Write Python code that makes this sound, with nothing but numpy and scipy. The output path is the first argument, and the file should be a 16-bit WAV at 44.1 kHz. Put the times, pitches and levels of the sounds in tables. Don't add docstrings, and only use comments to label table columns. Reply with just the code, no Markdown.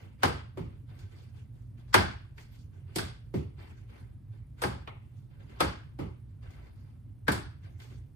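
import sys
import numpy as np
from scipy import signal
from scipy.io import wavfile
from scipy.ndimage import uniform_filter1d

SR = 44100
rng = np.random.default_rng(int(sys.argv[2]) if len(sys.argv) > 2 else 0)


def transcribe(signal):
    frames = np.atleast_2d(signal).T
    limited = np.clip(frames, -1, 1)
    pcm = np.round(limited * 32767).astype(np.int16)
    wavfile.write(sys.argv[1], SR, pcm)


def level_to_linear(level):
    exponent = np.asarray(level, float) / 20
    return 10 ** exponent


N = 359767

# start [s], pop [dB], pocket pitch [Hz], weight [dB],
# brightness [dB].
CATCHES = [
    (0.232, -16.5, 1272, -1, -1),
    (1.941, -11, 1427, -0.5, 1),
    (2.983, -29.5, 1428, -2.5, 5.5),
    (4.636, -24, 1281, 4.5, -2),
    (5.604, -17.5, 1284, -0.5, 0.5),
    (7.28, -19, 1500, 3.5, -3.5),
]
# [s, dB, Hz, dB, dB].
GRAZES = [
    (0.279, -40.5, 1180, 5, -3.5),
    (2.958, -30, 695, 7, 3),
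    (4.618, -25.5, 1200, -8.5, -6),
    (7.318, -37, 1736, -2, 6.5),
]
# [s, dB, Hz, dB, dB].
TAGS = [
    (0.572, -37.5, 1100, -1.5, 1),
    (3.339, -38, 1100, 4.5, 5.5),
    (5.988, -35, 1146, -2.5, 0.5),
]
# [s, dB, Hz, dB, dB].
TAPS = [
    (2.38, -53, 2260, -8, 0),
    (7.8, -61.5, 2230, -15, 12),
    (7.905, -60.5, 703, 16, -7),
]
# [s, dB, Hz, dB, dB].
CLACKS = [
    (4.874, -38.5, 1106, 0, -2.5),
]
# push, body, knock and crack over pop [dB], sheen over crack [dB],
# direct sound over the room [dB].
MAKEUP_DB = [
    (-9, -11, -1, -10.5, 0, 6),
    (-5, -11, -0.3, -3, 6, 2.5),
    (8.5, 3.5, 0, -18.5, -18.5, -7),
    (-14, -12.5, 8.5, -10, -2.5, 7),
    (-29, -17.5, 5.5, -34, -8, 8),
]
# start [s], peak [dB].
TICKS = [
    (0.8964, -68.5),
    (0.989, -42.5),
    (1.3595, -54),
    (2.928, -58),
    (5.4949, -52.5),
    (6.425, -56),
    (6.506, -48),
    (7.8179, -40),
]
# start [s], hold [s], rustle [dB], brightness over rustle [dB].
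SHUFFLES = [(0, 0.046, -59.5, -14), (0.2, 0.027, -61.5, -12), (.7, 0.041, -69.5, -34.5),
            (0.893, 0.14, -63.5, -12), (1.119, .11, -64.5, -6.5), (1.346, 0.043, -67.5, -9.5),
            (1.551, .06, -78, -3), (1.784, 0.019, -67.5, -10), (1.883, .05, -68, -7),
            (2.382, 0.023, -62.5, -0.5), (2.525, 0.04, -72.5, 5), (2.736, 0.043, -68, -14),
            (2.882, .06, -64.5, -20), (3.59, .05, -57, -15.5), (3.673, .04, -66, -7),
            (3.771, .021, -70, -8.5), (3.897, 0.106, -60.5, -15), (4.33, 0.016, -68, -16.5),
            (4.59, 0.025, -59, -11.5), (5.024, .12, -79, -11), (5.17, 0.021, -82, 5),
            (5.312, .03, -70, -23.5), (5.403, 0.022, -62.5, -17), (5.497, .08, -58.5, -29),
            (6.293, 0.024, -79, -14.5), (6.431, 0.228, -62.5, -17), (6.762, 0.14, -72, -12),
            (7.638, 0.032, -62, -14.5), (7.797, 0.04, -63.5, -5), (7.901, 0.04, -67, -3.5)]

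# frequency [Hz], density [dB per Hz].
PUSH = [(40, -16), (65, 15.5), (110, 15.5), (200, 14), (320, -69.5)]
# frequency [Hz], density [dB per Hz].
BODY = [(120, -33), (240, 5), (400, -3.5), (560, -9.5), (850, -39.5)]
# share of the pocket pitch [ratio], density [dB per Hz].
POP = [(.25, -22.5), (.4, 1), (.55, -1), (.75, -1.5), (1.0, -1), (1.202, -5), (1.7, -41.5)]
# frequency [Hz], density [dB per Hz].
KNOCK = [(1400, -22.5), (2100, 6), (3400, 1.5), (4100, -28.5)]
# frequency [Hz], density [dB per Hz].
CRACK = [(2000, -14), (3800, -5.5), (5500, -7), (7200, -20), (9000, -27.5)]
# frequency [Hz], density [dB per Hz].
SHEEN = [(6000, -27), (8200, 0.5), (10000, -2.5), (13500, -7), (16000, -16.5)]
# frequency [Hz], density [dB per Hz].
RUSTLE = [(250, 0.5), (600, -2.5), (1500, -10.5), (3000, -11.5), (5000, -33)]
# frequency [Hz], density [dB per Hz].
SWISH = [(2200, -9.5), (4000, -6), (7000, -8), (10000, -15), (15000, -13.5)]
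# frequency [Hz],
# density [dB per Hz].
AIR = [(22, -31), (40, -12.5), (58, 2), (76, -4.5), (100, 4.5), (128, -1.5), (160, -19), (240, -14.5),
       (400, -33), (700, -43.5), (2000, -51), (6500, -64.5), (8300, -55), (10500, -50.5), (13000, -56),
        (16000, -51.5)]
# frequency [Hz], width [Hz], level [dB rms].
MOTOR = [(65, 4.8, -72), (109, 12, -71), (119.5, 0.45, -55)]

# frequency [Hz], time to fall 60 dB [s].
ROOM_T60_S = [(50, 0.91), (160, 0.41), (420, 0.32), (1100, 0.39), (2900, 0.45), (7700, .33), (11000, 0.25),
              (14000, 0.24)]
# frequency [Hz], width [Hz], level [dB].
ROOM_PEAKS = [(382.2, 70, 0.5), (846, 92, -5.5), (1554, 140, -0.5), (2107, 240, -2.5), (3420, 120, -0.5),
              (4535, 160, 1)]
# frequency [Hz], left-right correlation [ratio].
LIKENESS = [(60, 1), (130, .82), (290, 0.35), (640, -0.52), (1400, -0.0063), (3100, -0.28), (6800, .15),
            (15000, -0.014)]
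# frequency [Hz], left minus right [dB].
LEAN_DB = [(60, -1), (250, -3.5), (600, 5.5), (1200, 1.3), (4000, -1.5), (10000, 0)]
# frequency [Hz], step over local level [ratio].
ROUNDING = [(200, 0.16), (1000, 0.49), (4000, 0.92), (7800, 1), (8600, .25)]

BAND_EDGES_HZ = np.append(28 * 2 ** np.arange(0, 8.1, .4), [9000, 11000, 12350, 14000, 16500])
PORT_LAG_MS = (0.37, -.4)
KNOCK_PER_BRIGHTNESS = 0.55
RISE_DB_PER_S, FALL_DB_PER_S = 700.5, 139
TOP_LASTS_S = .12
AIR_DB = -44
GAP_HZ, TOP_HZ, HOLE_HZ = (11000, 12350), 15300, (6950, 7500)


def rms_one(x):
    return x / np.sqrt(np.mean(x ** 2) + 1e-20)


def at_hz(points, hz):
    table_hz, values = np.array(points)[:, 0], np.array(points)[:, 1]
    return np.interp(np.log(hz), np.log(table_hz), values)


def colour(points):
    power = level_to_linear(2 * at_hz(points, np.sqrt(BAND_EDGES_HZ[1:] * BAND_EDGES_HZ[:-1])))
    return power / np.sum(power * np.diff(BAND_EDGES_HZ))


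def drift(rate_hz):
    r = np.exp(-80 * np.pi * rate_hz / SR)
    white = rng.standard_normal(N // 40 + 2002)
    slow = signal.lfilter([1], [1, -2 * r, r * r], white)[2000:]
    return np.interp(np.arange(N) / 40, np.arange(len(slow)), rms_one(slow))


def die_away(x, t60_s):
    return signal.lfilter([1], [1, -level_to_linear(-120 / (t60_s * SR))], x + 1e-18)


def resonate(x, hz, width_hz):
    r = np.exp(-np.pi * width_hz / SR)
    zeros = np.array([1, 0, -1]) * (1 - r * r) / 2
    return signal.lfilter(zeros, [1, -2 * r * np.cos(2 * np.pi * hz / SR), r * r], x)


def diffuse(power_of_band, lumpy_db, patchy_db):
    out = 0
    white = rng.standard_normal((2, 2, N))
    shared = drift(49)
    for k, (low, high) in enumerate(zip(BAND_EDGES_HZ, BAND_EDGES_HZ[1:])):
        hz = np.sqrt(low * high)
        wander_db = lumpy_db * (0.51 * shared + drift(36)) + patchy_db * drift(9.0)
        gain = np.sqrt(power_of_band(k, hz) * SR / 4) * level_to_linear(wander_db)
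        band = signal.butter(3, [low, high], "band", fs=SR, output="sos")
        mid, side = signal.sosfilt(band, white[k % 2] * gain)
        alike = np.clip(at_hz(LIKENESS, hz), -1, 1)
        lean_db = at_hz(LEAN_DB, hz) / 2
        stereo = np.sqrt(1 + alike) * mid + np.sqrt(1 - alike) * side * [[1], [-1]]
        out = out + stereo * level_to_linear([[lean_db], [-lean_db]])
    return out


def blows():
    rows = []
    kinds = [CATCHES, GRAZES, TAGS, TAPS, CLACKS]
    for table, (push, body, knock, crack, sheen, direct) in zip(kinds, MAKEUP_DB):
        for s, pop_db, hz, weight, bright in table:
            side = np.argmin([abs(s - catch[0]) for catch in CATCHES]) % 2
            rows.append((s, pop_db, push + weight, body + weight, knock + KNOCK_PER_BRIGHTNESS * bright,
                         crack + bright, sheen, direct, hz, PORT_LAG_MS[side]))
    return sorted(rows)


def slap_train(lag_ms):
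    slaps, order = np.zeros((2, SR // 3)), np.arange(14)
    lags_s = .0018 * (order + rng.uniform(-0.13, .35, (2, 14)) * (order > 0))
    sizes = level_to_linear(-600 * lags_s - 10 * (order == 0) + rng.normal(0, 1.6, lags_s.shape))
    sizes = sizes * rng.choice([-1, 1], lags_s.shape)
    lags_s[1, :3], sizes[1, :3] = lags_s[0, :3], sizes[0, :3]
    lags_s += np.maximum([[-lag_ms], [lag_ms]], 0) / 1000
    for channel in range(2):
        np.add.at(slaps[channel], (lags_s[channel] * SR).astype(int), sizes[channel])
    return slaps


def pocket_pops():
    out, size = np.zeros((2, N)), SR // 3
    lowpass = signal.butter(4, 4100, fs=SR, output="sos")
    for s, pop_db, push_db, body_db, knock_db, crack_db, sheen_db, direct_db, hz, lag_ms in blows():
        slaps = slap_train(lag_ms)
        pocket = level_to_linear(21.5) * resonate(slaps, hz, 400) + level_to_linear(18.5) * resonate(slaps, hz / 2, 330)
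        knock = level_to_linear(knock_db + 10.5) * resonate(resonate(slaps, 3100, 1400), 2700, 2600)
        pop = signal.sosfilt(lowpass, resonate(pocket, .7 * hz, 1500) + knock)
        padding = resonate(slaps[0], 340, 200) + level_to_linear(14.5) * resonate(slaps[0], 372, 14)
        body = level_to_linear(body_db + 32.5) * resonate(padding, 300, 380)
        modes = [(65, 16), (100, 60), (165, 60)]   # Hz, width Hz
        push = sum(resonate(np.abs(slaps), mode_hz, width_hz) for mode_hz, width_hz in modes)
        push = resonate(level_to_linear(push_db + 34) * push, 91, 220)
        sheen = level_to_linear(sheen_db - 10.5) * resonate(slaps[0], 9800, 4200)
        crack = level_to_linear(crack_db + 3) * (resonate(slaps, 4600, 2300) + sheen)
        hit = level_to_linear(pop_db) * (level_to_linear(direct_db) * (pop + crack) + body + push)
        at = int(s * SR)
        out[:, at:at + size] += hit[:, :N - at]
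    return out


def blow_tails():
    (s, pop_db, push_db, body_db, knock_db, crack_db, sheen_db, direct_db,
     pocket_hz, _) = np.transpose(blows())
    tick_s, tick_db = np.transpose(TICKS)
    parts = [(PUSH, push_db - 5), (BODY, body_db - 2.5), (KNOCK, knock_db - 19.0),
             (CRACK, crack_db - 8.5), (SHEEN, crack_db + sheen_db - 13.5)]
    power = sum(np.outer(colour(c), level_to_linear(2 * (pop_db + db))) for c, db in parts)
    pop_colours = np.transpose([colour(np.array(POP) * [hz, 1]) for hz in pocket_hz])
    power += pop_colours * level_to_linear(2 * (pop_db - 9.0))
    ticks = np.outer(colour(SWISH) + colour(RUSTLE), level_to_linear(2 * (tick_db - 19.5)))
    at, tick_at = (s * SR).astype(int), (tick_s * SR).astype(int)

    def band(k, hz):
        late, early = np.zeros((2, N))
        late[at] = power[k]
        early[at] = power[k] * level_to_linear(2 * direct_db)
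        late[tick_at] = early[tick_at] = ticks[k]
        t60_s = at_hz(ROOM_T60_S, hz)
        building = die_away(late, t60_s) - hz / (hz + 400) * die_away(late, 0.066)
        if hz > GAP_HZ[1]:
            lost = np.roll(building, int(TOP_LASTS_S * SR))
            building = building - lost * level_to_linear(-120 * TOP_LASTS_S / t60_s)
        cluster = 1.8 * hz / (hz + 600) * die_away(early, 0.073)
        return np.maximum(building, 0) + cluster
    return diffuse(band, lumpy_db=1.0, patchy_db=0.1)


def rustle():
    t, low, high = np.arange(N) / SR, np.zeros(N), np.zeros(N)
    for s, hold_s, level_db, bright_db in SHUFFLES:
        near = np.abs(t - s) < 1
        rise_db = RISE_DB_PER_S * np.maximum(s - t[near], 0)
        fall_db = FALL_DB_PER_S * np.maximum(t[near] - s - hold_s, 0)
        now_db = level_db - rise_db - fall_db
        low[near] += level_to_linear(2 * now_db)
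        high[near] += level_to_linear(2 * (now_db + bright_db))
    dull, bright = colour(RUSTLE), colour(SWISH)
    wash = diffuse(lambda k, hz: dull[k] * low + bright[k] * high, lumpy_db=2.0, patchy_db=3.0)
    return wash + creaks(level_to_linear(-7.0) * np.sqrt(low))


def creaks(level):
    born = rng.random((2, N)) < 900 * level_to_linear(4.0 * drift(9)) / SR
    sizes = level_to_linear(2.4 * np.minimum(rng.exponential(1, (2, N)), 4)) * rng.choice([-1, 1], (2, N))
    dealt = rng.integers(0, 12, (2, N))
    rings = 0
    for k, hz in enumerate(np.geomspace(1000, 4800, 12)):
        grains = sizes * born * (dealt == k) + 1e-18
        rings = rings + resonate(grains, hz, 55) * (1000 / hz) ** 0.37
    return level * rms_one(rings)


def ring_out(x):
    rings = sum(level_to_linear(db) * resonate(x, hz, width_hz) for hz, width_hz, db in ROOM_PEAKS)
    return rms_one(x + rings) * np.sqrt(np.mean(x ** 2))


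def ventilation():
    air = colour(AIR)
    rumble = diffuse(lambda k, hz: air[k] * np.ones(N), lumpy_db=2.5, patchy_db=0.83)
    white = rng.standard_normal(N + 2 * SR)
    lines = sum(level_to_linear(db) * rms_one(resonate(white, hz, width_hz)[2 * SR:]) for hz, width_hz, db in MOTOR)
    return level_to_linear(AIR_DB - 5.0) * rumble + lines * level_to_linear([[-1.4], [1.4]])


def scene():
    return ring_out(blow_tails() + rustle()) + pocket_pops() + ventilation()


def coarse_spectrum(x):
    hz, _, z = signal.stft(x, SR, window="cosine", nperseg=1024)
    local = np.exp(uniform_filter1d(np.log(np.abs(z) + 1e-12), size=17, axis=1))
    step = at_hz(ROUNDING, hz + 1)[:, None] * local
    z = step * (np.round(z.real / step) + 1j * np.round(z.imag / step))
    treble_db = 10 * np.log10(np.sum(np.abs(z[:, hz > 8000]) ** 2, axis=(0, 1)) + 1e-20)
    attack = treble_db - np.roll(treble_db, 1) > 6
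    attack &= ~np.roll(attack, 1)
    gap = (hz > GAP_HZ[0]) & (hz < GAP_HZ[1])
    z[:, gap | (hz > TOP_HZ)] *= attack
    chance = uniform_filter1d(rng.standard_normal(len(attack)), size=5)
    starved = chance + (treble_db - np.median(treble_db)) / 60 > .3
    z[:, (hz > HOLE_HZ[0]) & (hz < HOLE_HZ[1])] *= attack | ~starved
    return signal.istft(z, SR, window="cosine", nperseg=1024)[1][:, :N]


def roll_off(x):
    return signal.sosfilt(signal.butter(12, 16490, fs=SR, output="sos"), x)


def record(dry):
    top_cut = signal.cheby2(10, 60, 16500, fs=SR, output="sos")
    mix = signal.sosfilt(top_cut, coarse_spectrum(dry))
    return roll_off(mix)


dry = scene()
out = record(dry)
transcribe(out)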